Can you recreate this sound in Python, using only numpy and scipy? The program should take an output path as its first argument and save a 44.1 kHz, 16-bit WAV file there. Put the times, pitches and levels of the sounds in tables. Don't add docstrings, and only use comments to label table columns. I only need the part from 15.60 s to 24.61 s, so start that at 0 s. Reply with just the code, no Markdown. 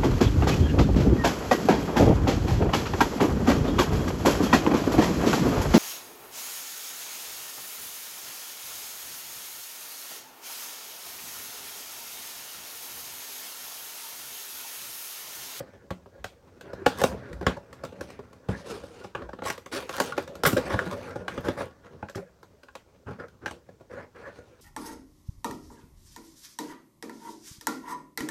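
import sys
import numpy as np
from scipy import signal
from scipy.fft import rfft, irfft
from scipy.io import wavfile
from scipy.ndimage import uniform_filter1d, map_coordinates

SR = 44100
rng = np.random.default_rng(int(sys.argv[2]) if len(sys.argv) > 2 else 0)


def pcm_store(signal):
    levels = np.round(np.clip(np.atleast_2d(signal), -1, 1) * 32767)
    wavfile.write(sys.argv[1], SR, levels.astype(np.int16).T)


N = 397341
TOP_HZ = 15900


# (time [s], contact time [s], panel pitch [Hz],
# thump level [dB], panel level [dB], crack level [dB], tick level [dB])
KNOCKS = [(0.305, 0.0047, 349, -34, -34.5, -41, -49), (0.642, 0.002, 760, -48.5, -40.5, -36, -42.5),
          (1.261, 0.0035, 718, -31.5, -19, -24, -31), (1.415, 0.0015, 434, -35.5, -24.5, -35, -38),
          (1.436, 0.0048, 460, -31, -21, -38, -37.5), (1.865, 0.0041, 506, -24, -24, -24, -34.5),
          (2.886, 0.0047, 424, -25, -33.5, -44.5, -53), (3.549, 0.0051, 1150, -46, -36, -35.5, -51),
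          (3.899, 0.00387, 1615, -46, -39, -32.5, -37.5), (4.4, 0.0013, 470, -44.5, -24, -28.5, -31.5),
          (4.577, 0.00504, 540, -72, -26, -35, -42.5), (4.8345, 0.0014, 1370, -33.5, -25.5, -31, -33),
          (4.851, 0.0083, 1380, -46, -27.5, -22, -29.5), (4.862, 0.013, 1540, -24.5, -26, -26, -24.5),
          (4.927, 0.005, 527, -24.5, -31.5, -37, -40.5), (4.967, 0.012, 507, -35.5, -20.5, -32, -37.5),
          (5.137, 0.0071, 550, -27, -31, -32.5, -47), (5.68, 0.0028, 2940, -66, -39.5, -34.5, -43),
          (5.776, 0.0079, 440, -33.5, -37, -38.5, -51.5), (5.883, 0.009, 354, -31, -26.5, -35, -43.5),
          (6.426, 0.0024, 412, -40.5, -37.5, -44, -69), (6.553, 0.0092, 390, -37, -43, -47, -49.5),
          (7.859, 0.0046, 1570, -47, -43, -33.5, -43)]

def knocks():
    return place((start, blow(contact_s, ring_hz, levels_db, dense_db=17))
                 for start, contact_s, ring_hz, *levels_db in KNOCKS)


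# (low edge [Hz], high edge [Hz])
BANDS = [(52, 250), (250, 900), (900, 3000), (3000, 16000)]

def blow(contact_s, ring_hz, levels_db, dense_db, slip_db=7, ring_db=5):
    t = np.arange(SR // 5) / SR
    when = (np.arange(8) + rng.random(8)) / 8
    size = np.tanh(rng.standard_normal(8))
    force = np.zeros(len(t))
    np.add.at(force, (when * contact_s * SR).astype(int), undb(slip_db) * size * np.cos(when))
    force[0] += 1
    panel = undb(ring_db) * np.sin(2 * np.pi * ring_hz * t) * fade(t, ring_time(ring_hz))
    ring = signal.fftconvolve(force, box_ring(t) + panel)[:len(t)]
    corner_hz = np.clip(13000 * undb(1.14 * (levels_db[-1] - levels_db[-2])), 2500, TOP_HZ)
    out = 0
    for (lo, hi), db, t60 in zip(BANDS, levels_db, np.geomspace(0.057, 0.0048, len(BANDS))):
        decay = fade(t, t60) + undb(-19) * fade(t, t60=0.22)
        power = signal.fftconvolve(force ** 2, decay ** 2)[:len(t)]
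        power = np.abs(soften(power, hz=85))
        dense = undb(dense_db) * np.sqrt(power) * rng.standard_normal(len(t))
        part = band(soften(soften(ring + dense, corner_hz), corner_hz), lo, hi)
        first_30ms = part[:int(.03 * SR)]
        out = out + undb(db) * part / np.sqrt(np.mean(first_30ms ** 2))
    return out


# (pitch [Hz], level [dB])
BOX_TONES = [(112, -3), (175, -2), (255, -9), (390, 3.5), (522, 8.5), (590, -1.5), (860, -4.5), (1125, 0),
             (1430, 5), (1640, 6)]

def box_ring(t, scatter_db=3.5):
    hz, db = np.transpose(BOX_TONES)[:, :, None]
    weight, detune, side = rng.standard_normal((3, len(BOX_TONES), 1))
    waves = np.sign(side) * np.sin(2 * np.pi * hz * (1 + 0.033 * detune) * t)
    return np.sum(undb(db + scatter_db * weight) * fade(t, ring_time(hz)) * waves, axis=0)


def ring_time(hz):
    return 0.05 * (hz / 500) ** -0.52


# (time [s], level [dB])
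TAPS = [(0.001, -39.5), (0.08, -58), (0.134, -55.5), (0.24, -61), (0.459, -53), (1.131, -39),
        (1.514, -43.5), (1.81, -38.5), (1.824, -40), (1.967, -42.5), (2.235, -39), (2.323, -49),
        (2.408, -40.5), (2.59, -44), (3.234, -44.5), (5.557, -37), (7.483, -48), (7.508, -45.5),
        (8.087, -51.5), (8.207, -54.5), (8.785, -49.5)]

def taps():
    return light_blows(TAPS, contact_s=.008, ring_hz=516, bands_db=(-3.5, 2.5, -11.5, -18.5), dense_db=10)


# (time [s], level [dB])
PICKS = [(3.445, -41), (3.619, -43), (3.689, -42), (3.731, -41), (3.787, -45), (3.82, -37), (6.007, -34),
         (7.598, -41)]

def nail_picks():
    return light_blows(PICKS, contact_s=.005, ring_hz=1155, bands_db=(-10, 0, -5.5, -19), dense_db=11.5)


# (time [s], level [dB])
CRINKLES = [(1.009, -55.5), (1.403, -46), (1.437, -31), (1.729, -56), (2.128, -56), (2.237, -53),
            (2.249, -51.5), (2.409, -47.5), (2.502, -58), (2.729, -63), (3.977, -52), (4.06, -52.5),
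            (4.292, -45), (4.381, -46), (4.566, -56), (4.676, -54.5), (4.753, -54), (5.311, -49),
            (6.496, -53.5), (6.829, -62), (7.032, -62), (7.152, -52), (7.682, -65.5), (7.909, -52)]

def crinkles():
    return light_blows(CRINKLES, contact_s=.002, ring_hz=510.5, bands_db=(-9, 7, 5, 0), dense_db=16.5)


# (time [s], level [dB])
POPS = [(4.522, -32), (5.19, -23.5), (6.485, -42), (6.548, -41), (7.084, -48.5), (7.878, -38)]

def pops():
    return light_blows(POPS, contact_s=.0025, ring_hz=1561, bands_db=(-37, -22.5, -2.5, -17), dense_db=7)


def light_blows(table, contact_s, ring_hz, bands_db, dense_db):
    return place((start, blow(contact_s, ring_hz, db + np.array(bands_db), dense_db))
                 for start, db in table)


# (frequency [Hz], level [dB])
CARD_COLOUR = [(40, -34.5), (65, 6.5), (280, -1), (460, 7), (720, -3), (1400, -6), (3400, -18), (6000, -22),
               (10000, -19), (15500, -40)]

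def rubbing():
    power = pad_rubs() + window_glides() + flap_scrapes() + tray_tugs() + desk_shifts() + grip_creep()
    scrape_db, rasp_db, hiss_db, rumble_db = 10 * np.log10(power)
    friction = colour(slips(scrape_db), CARD_COLOUR)
    ringing = 0
    for hz, db in BOX_TONES:
        resonance = signal.iirpeak(hz, Q=hz * ring_time(hz) * np.pi / np.log(1000), fs=SR)
        grip_db = 4.5 * wander(18)
        ringing = ringing + undb(db + grip_db) * signal.lfilter(*resonance, friction)
    ringing = waver(ringing, depth=.06, rate=14)
    card = unit(friction) + unit(ringing)
    sizzle = undb(-6 + 0.26 * (hiss_db + 34)) * unit(band(card, 7500, TOP_HZ))
    rumble = undb(rumble_db + 2 * wander(11)) * unit(band(card, *BANDS[0]))
    scrape = undb(scrape_db + 1.5) * unit(band(card, *BANDS[1]))
    rasp = undb(rasp_db) * unit(band(card, 945, 3260))
    hiss = undb(hiss_db) * (unit(band(card, 2400, 6370)) + sizzle)
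    return rumble + scrape + rasp + hiss


def slips(scrape_db, rate=1000, steady=0.81, uneven_db=2.3):
    chance = rate * undb(0.34 * (scrape_db + 42)) / SR
    power = grains(chance, spread_db=3.5, t60=0.02, samples=SR // 20, weight=1 / chance)
    noise = np.sqrt(power / power.mean() + steady) * rng.standard_normal(N)
    return unit(noise * undb(uneven_db * wander(45)))


# (start [s], length [s], level [dB])
FLAP_SCRAPES = [(1.365, 0.09, -43), (3.832, 0.07, -41.5), (3.85, 0.011, -28), (4.112, 0.065, -37),
                (4.2, 0.28, -47.5), (4.33, 0.15, -38.5), (4.563, 0.073, -51.5), (4.845, 0.066, -35)]

def flap_scrapes():
    return rub_bands(strokes(FLAP_SCRAPES), rasp_db=0, hiss_db=-3.5, rumble_db=-13)


# (start [s], length [s], level [dB])
TRAY_TUGS = [(4.97, 0.37, -41.5), (5.09, 0.048, -34.5), (5.24, 0.27, -44.5), (5.68, 0.077, -47),
             (5.76, 0.24, -44.5), (5.84, 0.03, -36.5), (5.965, 0.051, -36)]

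def tray_tugs():
    return rub_bands(strokes(TRAY_TUGS), rasp_db=-2, hiss_db=-11, rumble_db=-3)


# (start [s], length [s], level [dB])
PAD_RUBS = [(1.03, 0.44, -48), (1.45, 0.093, -43.5), (1.865, 0.041, -35.5), (2.885, 0.06, -37.5),
            (3.55, 0.097, -45.5), (6.553, 0.026, -43.5), (7.46, 0.073, -42), (7.58, 0.048, -44.5),
            (7.812, 0.12, -50.5)]

def pad_rubs():
    return rub_bands(strokes(PAD_RUBS, attack_s=0.014), rasp_db=-6.5, hiss_db=-19.5, rumble_db=-0.92)


# (start [s], length [s], level [dB])
GLIDES = [(1.27, 0.14, -47.5), (2.405, 0.12, -52), (2.88, 0.6, -49), (3.05, .12, -43.5), (8.7, 0.37, -60.5)]

def window_glides():
    return rub_bands(strokes(GLIDES, attack_s=0.014), rasp_db=-4.5, hiss_db=-5, rumble_db=-5)


# (start [s], length [s], level [dB])
DESK_SHIFTS = [(6.23, 0.031, -53), (8.295, 0.11, -45), (8.545, 0.14, -46)]

def desk_shifts():
    return rub_bands(strokes(DESK_SHIFTS, attack_s=0.014), rasp_db=-1.55, hiss_db=-15, rumble_db=-5.5)


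# (start [s], length [s], pitch [Hz], level [dB])
SQUEAKS = [(3.86, 0.015, 1110, -29), (3.86, 0.053, 2830, -45), (4.962, 0.024, 517, -19.5),
           (5.859, 0.053, 590, -34), (6.553, 0.042, 388, -39), (6.57, 0.043, 178, -43)]

def squeaks(rough=0.045, ring_cycles=35):
    out = 0
    for start, length, hz, db in SQUEAKS:
        t = np.maximum(np.arange(N) / SR - start, 0)
        swell = np.minimum(4 * t / length, 1) * fade(np.maximum(t - length, 0), ring_cycles / hz)
        pitch = hz * (1 + rough * wander(hz / 2))
        tone = np.sin(2 * np.pi * np.cumsum(pitch) / SR)
        out = out + undb(db) * swell * unit(tone)
    return out


# (start [s], length [s], level [dB])
SQUEEZES = [(0.58, 0.033, -46.5), (1.47, 0.039, -35), (1.71, 0.12, -39), (3.63, 0.039, -43)]

def booms():
    return np.sqrt(strokes(SQUEEZES)) * unit(band(rng.standard_normal(N), 52.6, 84.5))


def fibres(per_second=170, tick_db=-5.5, tray_db=-12):
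    power = grains(per_second / SR, spread_db=4.5, t60=0.004, samples=SR // 50)
    ticks = soften(np.sqrt(power) * rng.standard_normal(N), hz=5000)
    drag = np.sqrt(strokes(FLAP_SCRAPES)) + undb(tray_db) * np.sqrt(strokes(TRAY_TUGS))
    return undb(tick_db) * drag * unit(band(ticks, BANDS[2][0], TOP_HZ))


# (time [s], level [dB])
GRIP_CREEP = [(0, -50.5), (.25, -62.5), (.95, -58), (1.6, -49), (2.05, -56.5), (2.3, -50), (2.8, -59),
              (3.2, -60), (4.03, -60.5), (4.5, -49.5), (5.65, -48), (6.15, -64.5), (6.4, -55),
              (6.75, -66.5), (9, -65.5)]

def grip_creep():
    return rub_bands(undb(curve(GRIP_CREEP)) ** 2, rasp_db=-6.5, hiss_db=-14, rumble_db=0.47)


def creaks(count=150, creak_db=-3):
    gain = undb(curve(GRIP_CREEP) + creak_db)
    t = np.arange(SR // 10) / SR
    return place((i / SR, rng.random() * gain[i] * unit(band(box_ring(t), *BANDS[1])))
                 for i in rng.integers(N, size=count))


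def bending(x, depth_db=2.2, full_hz=1800):
    hz, _, frames = signal.stft(x, SR, nperseg=1024)
    patches = rng.standard_normal(frames.shape)
    for _ in range(2):
        patches = uniform_filter1d(patches, size=12, axis=0)
        patches = uniform_filter1d(patches, size=4, axis=1)
    gain = undb(depth_db * unit(patches) * np.minimum(hz / full_hz, 1)[:, None])
    gain = gain / np.sqrt(np.mean(gain ** 2, axis=1, keepdims=True))
    return signal.istft(frames * gain, SR)[1][:N]


def room(x, echo_db=-14, low_t60=0.16, high_t60=0.088, build_s=0.009):
    t = np.arange(SR // 3) / SR
    tail = sum(band(rng.standard_normal(len(t)), lo, hi) * fade(t, t60)
               for (lo, hi), t60 in zip(BANDS, np.geomspace(low_t60, high_t60, len(BANDS))))
    tail = tail * np.minimum(t / build_s, 1) ** 2
    return x + undb(echo_db) * signal.fftconvolve(x, tail / np.linalg.norm(tail))[:N]


# (frequency [Hz], level [dB])
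HUSH_COLOUR = [(25, -3.5), (70, 14), (520, -10), (2300, -18.5), (6200, -15.5), (15000, -28.5)]

def room_hush(level_db=-63):
    return undb(level_db) * unit(colour(rng.standard_normal(N), HUSH_COLOUR))


def strokes(table, attack_s=0.012, sag_db_per_s=3.5, release_t60=0.22):
    power = np.zeros(N)
    for start, length, db in table:
        t = np.maximum(np.arange(N) / SR - start, 0)
        swell = np.minimum(t / attack_s, 1)
        release = fade(np.maximum(t - length, 0), release_t60)
        power += (swell * undb(db - sag_db_per_s * t) * release) ** 2
    return power


def rub_bands(power, rasp_db, hiss_db, rumble_db):
    return power * undb([0, rasp_db, hiss_db, rumble_db])[:, None] ** 2


def grains(chance, spread_db, t60, samples, weight=1):
    size = undb(spread_db * np.minimum(rng.exponential(size=N), 3))
    energy = weight * size ** 2 * (rng.random(N) < chance)
    return np.abs(signal.fftconvolve(energy, fade(np.arange(samples) / SR, t60) ** 2)[:N])


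def place(events):
    out = np.zeros(N + SR)
    for start, sound in events:
        i = int(start * SR)
        out[i:i + len(sound)] += sound
    return out[:N]


def undb(db):
    return 10 ** (np.asarray(db) / 20)


def unit(x):
    return x / np.sqrt(np.mean(x ** 2) + 1e-18)


def band(x, lo, hi):
    return signal.sosfilt(signal.butter(4, [lo, hi], "band", fs=SR, output="sos"), x)


def soften(x, hz):
    g = np.tan(np.pi * hz / SR)
    return signal.lfilter([g, g], [g + 1, g - 1], x)


def colour(x, points):
    hz, db = np.transpose(points)
    f = np.maximum(np.arange(N // 2 + 1) * SR / N, 1)
    return irfft(rfft(x) * undb(np.interp(np.log(f), np.log(hz), db)), N)


def fade(t, t60):
    return np.exp(-np.log(1000) * t / t60)


def wander(rate):
    return unit(np.interp(np.arange(N) / SR * rate, np.arange(N), rng.standard_normal(N)))


def waver(x, depth, rate):
    return map_coordinates(x, [np.cumsum(1 + depth * wander(rate))], order=1, mode="mirror")


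def curve(table):
    return np.interp(np.arange(N) / SR, *np.transpose(table))


def scene():
    hush = room_hush()
    blows = knocks() + taps() + nail_picks() + crinkles() + pops()
    box = blows + creaks() + rubbing() + fibres() + squeaks() + booms()
    return (room(bending(box)) + hush)[None]


# (frequency [Hz], level [dB])
MIC_COLOUR = [(1800, -1), (8000, -2.5), (10300, -5), (12800, 0.5)]

def record(dry):
    top_cut = signal.ellip(10, .2, 80, TOP_HZ, fs=SR, output="sos")
    return signal.sosfilt(top_cut, colour(dry, MIC_COLOUR))


dry = scene()
out = record(dry)
pcm_store(out)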